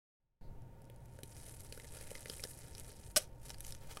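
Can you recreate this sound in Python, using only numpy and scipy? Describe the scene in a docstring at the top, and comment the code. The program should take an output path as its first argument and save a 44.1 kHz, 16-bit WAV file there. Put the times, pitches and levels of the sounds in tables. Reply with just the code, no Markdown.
"""Crushing a bell pepper

Two hands crush a bell pepper close to a small microphone in a quiet room. Its cells burst in a fine
crackle, fibres crack and knock the hollow inside, and the wall finally rips with one loud snap.
The hands rumble softly over room tone, a low electrical hum and a faint whine."""
import sys
import numpy as np
from scipy import signal
from scipy.fft import rfft, irfft, next_fast_len
from scipy.io import wavfile
from scipy.ndimage import map_coordinates

SR = 44100
rng = np.random.default_rng(int(sys.argv[2]) if len(sys.argv) > 2 else 0)


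def materialize(psi):
    """Save the field psi as 16-bit PCM at rate SR to the path in sys.argv[1].

    A 1-D psi becomes a single channel; in a 2-D psi each row is a channel.
    """
    bounded = np.clip(np.atleast_2d(psi).T, -1, 1)
    quanta = np.round(bounded * 32767).astype(np.int16)
    wavfile.write(sys.argv[1], SR, quanta)


N = 176400

# tone of the quiet room (frequency [Hz], gain [dB])
ROOM_TONE = [(130, -1), (200, -13), (560, -16.5), (700, -20.5), (900, -33.5), (1100, -30.5), (2300, -37),
             (4300, -46), (15500, -44.5)]
# reverberation of the room (frequency [Hz], time to fall 60 dB [s])
ROOM_T60 = [(2000, 0.2), (10000, 0.12)]
# electrical hum (frequency [Hz], level [dB])
HUM = [(60, -74.5), (91, -72.5), (120, -64), (535, -75.5)]
# electrical whine (pitch [Hz], pitch during a blip [Hz], level [dB])
WHINE = [(914, 775, -72), (1435, 1700, -86)]
# rumble of the hands (time [s], level [dB])
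HANDS_LEVEL = [(.45, -49.5), (.7, -63.5), (1.85, -61.5), (2.0, -49.5), (2.25, -56.5), (3.85, -53)]
# tone of that rumble (frequency [Hz], gain [dB])
HANDS_TONE = [(18, 1), (35, -9), (55, -10), (200, -29), (2000, -86.5)]
# fingers sliding on the broken pepper (time [s], level [dB])
SLIDE_LEVEL = [(3.77, -93), (3.82, -62.5), (3.88, -68.5), (3.912, -50.5), (3.95, -69.5)]
# tone of that rubbing (frequency [Hz], gain [dB])
SLIDE_TONE = [(300, -4), (750, 8.5), (980, 2), (1250, 2), (4300, -3.5), (14000, -10)]
# cells bursting in the skin (time [s], level [dB])
SKIN_LEVEL = [(.6, -101), (1.13, -77.5), (1.31, -65), (1.37, -62), (1.55, -62), (1.86, -64.5),
              (1.98, -59.5), (2.08, -61), (2.36, -59), (2.55, -57.5), (2.66, -66.5), (2.9, -62), (3.0, -67),
              (3.11, -62.5), (3.15, -73), (3.18, -51), (3.24, -64.5), (3.3, -85.5), (3.38, -80),
              (3.44, -61), (3.5, -59), (3.56, -71), (3.68, -58.5), (3.79, -72.5), (3.92, -62.5)]
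# spray of bursting cells (frequency [Hz], gain [dB])
SPRAY_TONE = [(2000, -24.5), (5500, -10), (7200, -5), (8300, -1.5), (10400, 2.5), (12500, -7.5),
              (15500, -19)]
# spray of wet, open flesh (frequency [Hz], gain [dB])
JUICE_TONE = [(2000, -11.5), (5500, -6), (11000, 1.5), (12500, -5.5), (15500, -18.5)]
# tearing flesh (time [s], level [dB])
FLESH_LEVEL = [(.45, -89), (1.28, -76), (1.37, -68.5), (1.88, -69), (1.99, -61), (2.42, -71), (2.52, -68),
               (2.9, -66), (3.12, -75.5), (3.37, -81.5), (3.48, -64.5), (3.57, -74), (3.7, -72), (3.8, -72)]
# tone of that tearing (frequency [Hz], gain [dB])
FLESH_TONE = [(150, -8), (460, 10), (700, 3), (1000, -7), (1550, 1), (2150, 1), (2900, -4.5), (5300, -6.5),
              (14000, -24.5)]
# sharp ticks of the skin (time [s], level [dB])
TICKS = [(.6205, -72.5), (.819, -66.5), (.844, -73), (.853, -70), (0.9612, -67), (1.0576, -66),
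         (1.136, -70.5), (1.465, -56), (1.4949, -54.5), (1.6058, -53.5), (2.4725, -54), (2.7981, -48.5),
         (3.5838, -58), (3.6062, -45), (3.707, -53)]
# cracking fibres, before trims (time [s], pitch [Hz], body [dB], spray [dB], hollow knock [dB])
CRACKS = [(0.8993, 3350, -63, -62, -56.5), (1.189, 1550, -61, -61.5, -52), (1.2335, 3970, -53, -48.5, -50),
          (1.7248, 4600, -49.5, -51, -51.5), (1.776, 1510, -56, -54, -52.5), (1.799, 2100, -54, -70, -71),
          (1.8453, 2060, -57, -59, -55), (2.1062, 2970, -56, -51.5, -60), (2.1151, 2190, -57, -50, -44.5),
          (2.153, 2090, -45, -64, -56), (2.2581, 2000, -50, -53, -49.5), (2.2985, 5000, -44, -47, -47.5),
          (2.336, 3200, -57, -57, -61), (2.396, 2280, -52, -77, -57), (2.437, 5170, -45.5, -59, -47),
          (2.4387, 5350, -42, -41.5, -54), (2.4513, 1730, -52, -50, -46.5), (2.7509, 5100, -53, -59.5, -74),
          (2.7812, 5670, -57, -51.5, -65), (3.495, 5340, -53.5, -51, -75),
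          (3.5039, 5500, -47.5, -54.5, -55.5), (3.5444, 4700, -53.5, -73, -72),
          (3.6483, 6640, -52, -52, -75), (3.6665, 6000, -57, -49, -63), (3.7233, 5430, -49, -51.5, -82),
          (3.7496, 6200, -52, -58.5, -70), (3.9714, 1220, -44, -52, -49)]
# a fibre splitting (frequency [Hz], gain [dB])
SPLIT_TONE = [(200, -10), (550, -3), (950, -9), (1400, -1.5), (3000, 1), (6000, -6.5), (7500, -7.5),
              (15000, -22.5)]
# stages of the big rip, before the trim (time [s], length [s], body [dB], spray [dB])
RIP_STAGES = [(3.1615, .0007, -25, -24), (3.1643, .001, -22, -32), (3.1655, .0055, -26, -27),
              (3.1718, .0055, -30, -25), (3.179, .005, -38, -36)]
# body of the rip (frequency [Hz], gain [dB])
RIP_TONE = [(300, -8.5), (900, -16), (1150, -6), (4500, -3.5), (5700, 4), (7200, -11.5), (15000, -26)]
# the hollow inside, rung by the rip (time [s], pitch [Hz], peak [dB], swell [s], decay [s])
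HOLLOW = [(3.1645, 627, -28.5, .003, .0027), (3.1725, 604, -29.5, .004, 0.0028),
          (3.184, 522, -48.5, .006, 0.013)]

SKIN_PER_S, FLESH_PER_S, SIZE_SPREAD_DB = 9000, 2500, 2.5  # tiny bursts and the scatter of their size
CLICK_S = .005  # span over which a click's level is reckoned
TIME = np.arange(N) / SR


def amp(db):
    """Decibels to gain."""
    return 10 ** (np.asarray(db) / 20)


def unit(x):
    """Scale to rms 1."""
    return x / np.sqrt(np.mean(x ** 2) + 1e-20)


def sized(x, db, span):
    """Give x the energy of a sound of level db lasting span seconds."""
    return x * amp(db) * np.sqrt(span * SR / (np.sum(x ** 2) + 1e-20))


def along(points, hz):
    """Interpolate (frequency [Hz], value) points on a log axis."""
    f, v = np.transpose(points)
    return np.interp(np.log(hz + 1), np.log(f + 1), v)


def fader(rows):
    """One gain per sample from (time [s], level [dB]) rows."""
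    return amp(np.interp(TIME, *np.transpose(rows)))


def wobble(rate):
    """A smooth random curve, rate knots a second."""
    return map_coordinates(rng.standard_normal(4096), [TIME * rate], mode="wrap")


def colour(x, points, size=8192):
    """Minimum-phase filter through (frequency [Hz], gain [dB]) points."""
    cepstrum = irfft(np.log(amp(along(points, np.fft.rfftfreq(size, 1 / SR)))))
    cepstrum[1:size // 2] *= 2
    cepstrum[size // 2 + 1:] = 0
    return signal.fftconvolve(x, irfft(np.exp(rfft(cepstrum))))[:len(x)]


def bursts(rate, spread_db, size=N):
    """Random impulses of scattered strength, rate a second."""
    impulses = (rng.random(size) < rate / SR) * rng.choice([-1, 1], size)
    return impulses * amp(spread_db * np.clip(rng.standard_normal(size), -2, 2))


def add(track, s, x):
    """Mix x in at time s."""
    part = track[round(s * SR):][:len(x)]
    part += x[:len(part)]


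def room_tone(level_db=-56):
    """The steady, low noise of the quiet room."""
    return amp(level_db) * unit(colour(rng.standard_normal(N), ROOM_TONE))


def hum():
    """A low electrical hum, each tone slightly unsteady in phase."""
    return sum(amp(db) * unit(np.sin(2 * np.pi * hz * TIME + .37 * wobble(5.03))) for hz, db in HUM)


def whine(blips_per_s=15.02, blip_at_s=.428, blip_share=.24):
    """Electronics whine faintly, their pitch blipping aside at a steady rate."""
    cycle = ((TIME - blip_at_s) * blips_per_s + .5) % 1 - .5
    in_blip = abs(cycle) < blip_share / 2
    out = np.zeros(N)
    for hz, blip_hz, db in WHINE:
        phase = 2 * np.pi * np.cumsum(np.where(in_blip, blip_hz, hz)) / SR
        out += amp(db) * unit(np.sin(phase + wobble(27)))
    return out


def hands():
    """The hands rumble softly, close to the microphone."""
    return unit(colour(rng.standard_normal(N), HANDS_TONE)) * fader(HANDS_LEVEL)


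def squeak(peak_s=.45, half_length_s=.045, hz=4370, level_db=-81, rough_hz=754):
    """A fingertip gives a short, rough squeak as the grip tightens."""
    swell = np.exp(-((TIME - peak_s) / half_length_s) ** 2)
    return amp(level_db) * swell * unit(np.sin(2 * np.pi * hz * TIME + 2 * wobble(rough_hz)))


def slide():
    """Fingers rub over the skin as the hands take a new grip."""
    rub = unit(colour(bursts(SKIN_PER_S, SIZE_SPREAD_DB), SLIDE_TONE))
    return rub * fader(SLIDE_LEVEL) * (TIME > SLIDE_LEVEL[0][0])


def pops(per_s=200, centre_hz=6960, decay_cycles=1.3, spread_db=4, top_hz=11100, size=256):
    """Larger cells burst one by one, each a tiny click with its own pitch."""
    out, t = np.zeros(N), np.arange(size) / SR
    times = TIME[rng.random(N) < per_s / SR]
    for s, (pitch, strength) in zip(times, rng.uniform(-1.7, 1.7, (len(times), 2))):
        hz = centre_hz * np.exp(.26 * pitch)
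        ring = np.sin(2 * np.pi * hz * t) + .5 * rng.standard_normal(size)
        add(out, s, sized(ring * np.exp(-t * hz / decay_cycles), spread_db * strength, CLICK_S))
    return unit(signal.sosfilt(signal.butter(4, top_hz, fs=SR, output="sos"), out))


def crackle(spurts_per_s=140, spurt_decay_s=.0046, steady_fizz=.3, pops_db=-4):
    """Cells of skin and flesh give way in short, sharp spurts; from the rip on, the spray is wetter."""
    decay = np.exp(-TIME[:SR // 20] / spurt_decay_s)
    spurt_power = signal.fftconvolve(bursts(spurts_per_s, spread_db=2.6) ** 2, decay ** 2)[:N]
    spurts = np.sqrt(abs(spurt_power) + steady_fizz ** 2)
    cells = bursts(SKIN_PER_S, SIZE_SPREAD_DB) * spurts
    before_rip = TIME < RIP_STAGES[0][0]
    skin = np.where(before_rip, unit(colour(cells, SPRAY_TONE)), unit(colour(cells, JUICE_TONE)))
    flesh = unit(colour(bursts(FLESH_PER_S, SIZE_SPREAD_DB) * spurts, FLESH_TONE))
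    return (skin + amp(pops_db) * pops()) * fader(SKIN_LEVEL) + flesh * fader(FLESH_LEVEL)


def ticks(decay_s=.00055, size=1024):
    """The skin gives way in tiny, sharp, wet ticks."""
    out, t = np.zeros(N), np.arange(size) / SR
    for s, db in TICKS:
        burst = rng.standard_normal(size) * np.exp(-t / decay_s)
        add(out, s, sized(colour(burst, JUICE_TONE, size), db, CLICK_S))
    return out


def cracks(ring_cycles=3, split_s=.001, spray_s=.0013, knock_s=.0026, closed_hz=506, torn_hz=724):
    """Each fibre splits with a short ring, a spray of bursting cells and a knock of the hollow."""
    size = 1024
    out, t = np.zeros(N), np.arange(size) / SR
    for s, hz, body_db, spray_db, knock_db in CRACKS:
        ring = np.sin(2 * np.pi * hz * t) * np.exp(-t * hz / ring_cycles)
        split = colour(rng.standard_normal(size) * np.exp(-t / split_s), SPLIT_TONE, size)
        spray = colour(rng.standard_normal(size) * np.exp(-t / spray_s), SPRAY_TONE, size)
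        hollow_hz = closed_hz if s < RIP_STAGES[-1][0] else torn_hz  # higher once torn open
        hollow_hz *= np.exp(.095 * rng.standard_normal())
        knock = np.sin(2 * np.pi * hollow_hz * t) * np.exp(-t / knock_s)
        trimmed = [(ring, body_db - 1.5), (split, body_db - 4.5), (spray, spray_db - 1.5)]
        add(out, s, sum(sized(x, db, CLICK_S) for x, db in trimmed) + sized(knock, knock_db, CLICK_S))
    return out


def snap(bursts_per_s=9000, spread_db=2, trim_db=-1, size=4096):
    """A rip races through the pepper's wall in a few stages, knocking the hollow inside."""
    out, t = np.zeros(N), np.arange(size) / SR
    for s, length, body_db, spray_db in RIP_STAGES:
        body = colour(bursts(bursts_per_s, spread_db, size) * (t < length), RIP_TONE)
        spray = colour(bursts(bursts_per_s, spread_db, size) * (t < length), SPRAY_TONE)
        add(out, s, sized(body, body_db + trim_db, length) + sized(spray, spray_db + trim_db, length))
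    for s, hz, db, swell, decay in HOLLOW:
        envelope = np.minimum(t / swell, 1) * np.exp(-np.maximum(t - swell, 0) / decay)
        add(out, s, amp(db) * np.sin(2 * np.pi * hz * t) * envelope)
    return out


def room(x, near_db=-9, near_s=.0044, tail_db=-14.5):
    """Heard from close up: the direct sound, quick echoes off the hands, then the room's faint tail."""
    hz, s, spectrum = signal.stft(rng.standard_normal(SR // 2), SR, nperseg=256)
    decay = amp(-60 * s / along(ROOM_T60, hz)[:, None])
    tail = signal.istft(spectrum * decay, SR, nperseg=256)[1]
    t = np.arange(len(tail)) / SR
    near = rng.standard_normal(len(t)) * t * np.exp(-2 * t / near_s)
    echoes = amp(tail_db) * tail / np.linalg.norm(tail) + amp(near_db) * near / np.linalg.norm(near)
    return x + signal.fftconvolve(x, echoes)[:N]


def scene():
    """The pepper right at the microphone, the quiet room behind it, in mono."""
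    pepper = room(cracks() + ticks() + crackle() + slide() + squeak()) + room(snap())
    return (pepper + hands() + room_tone() + hum() + whine())[None]


def record(dry, wake_s=.2, wake_db=-33, open_s=.411, click_db=-49.5, click_decay_s=.02, top_hz=15850):
    """The microphone opens faintly, then fully with a small click, and keeps nothing above top_hz."""
    click = amp(click_db) * np.exp(-abs(TIME - open_s) / click_decay_s)
    live = np.where(TIME > open_s, dry + click, dry * amp(wake_db) * (TIME > wake_s))
    padded = next_fast_len(N + SR // 2)
    in_band = np.fft.rfftfreq(padded, 1 / SR) < top_hz
    return irfft(rfft(live, padded) * in_band, padded)[..., :N]


dry = scene()
out = record(dry)
materialize(out)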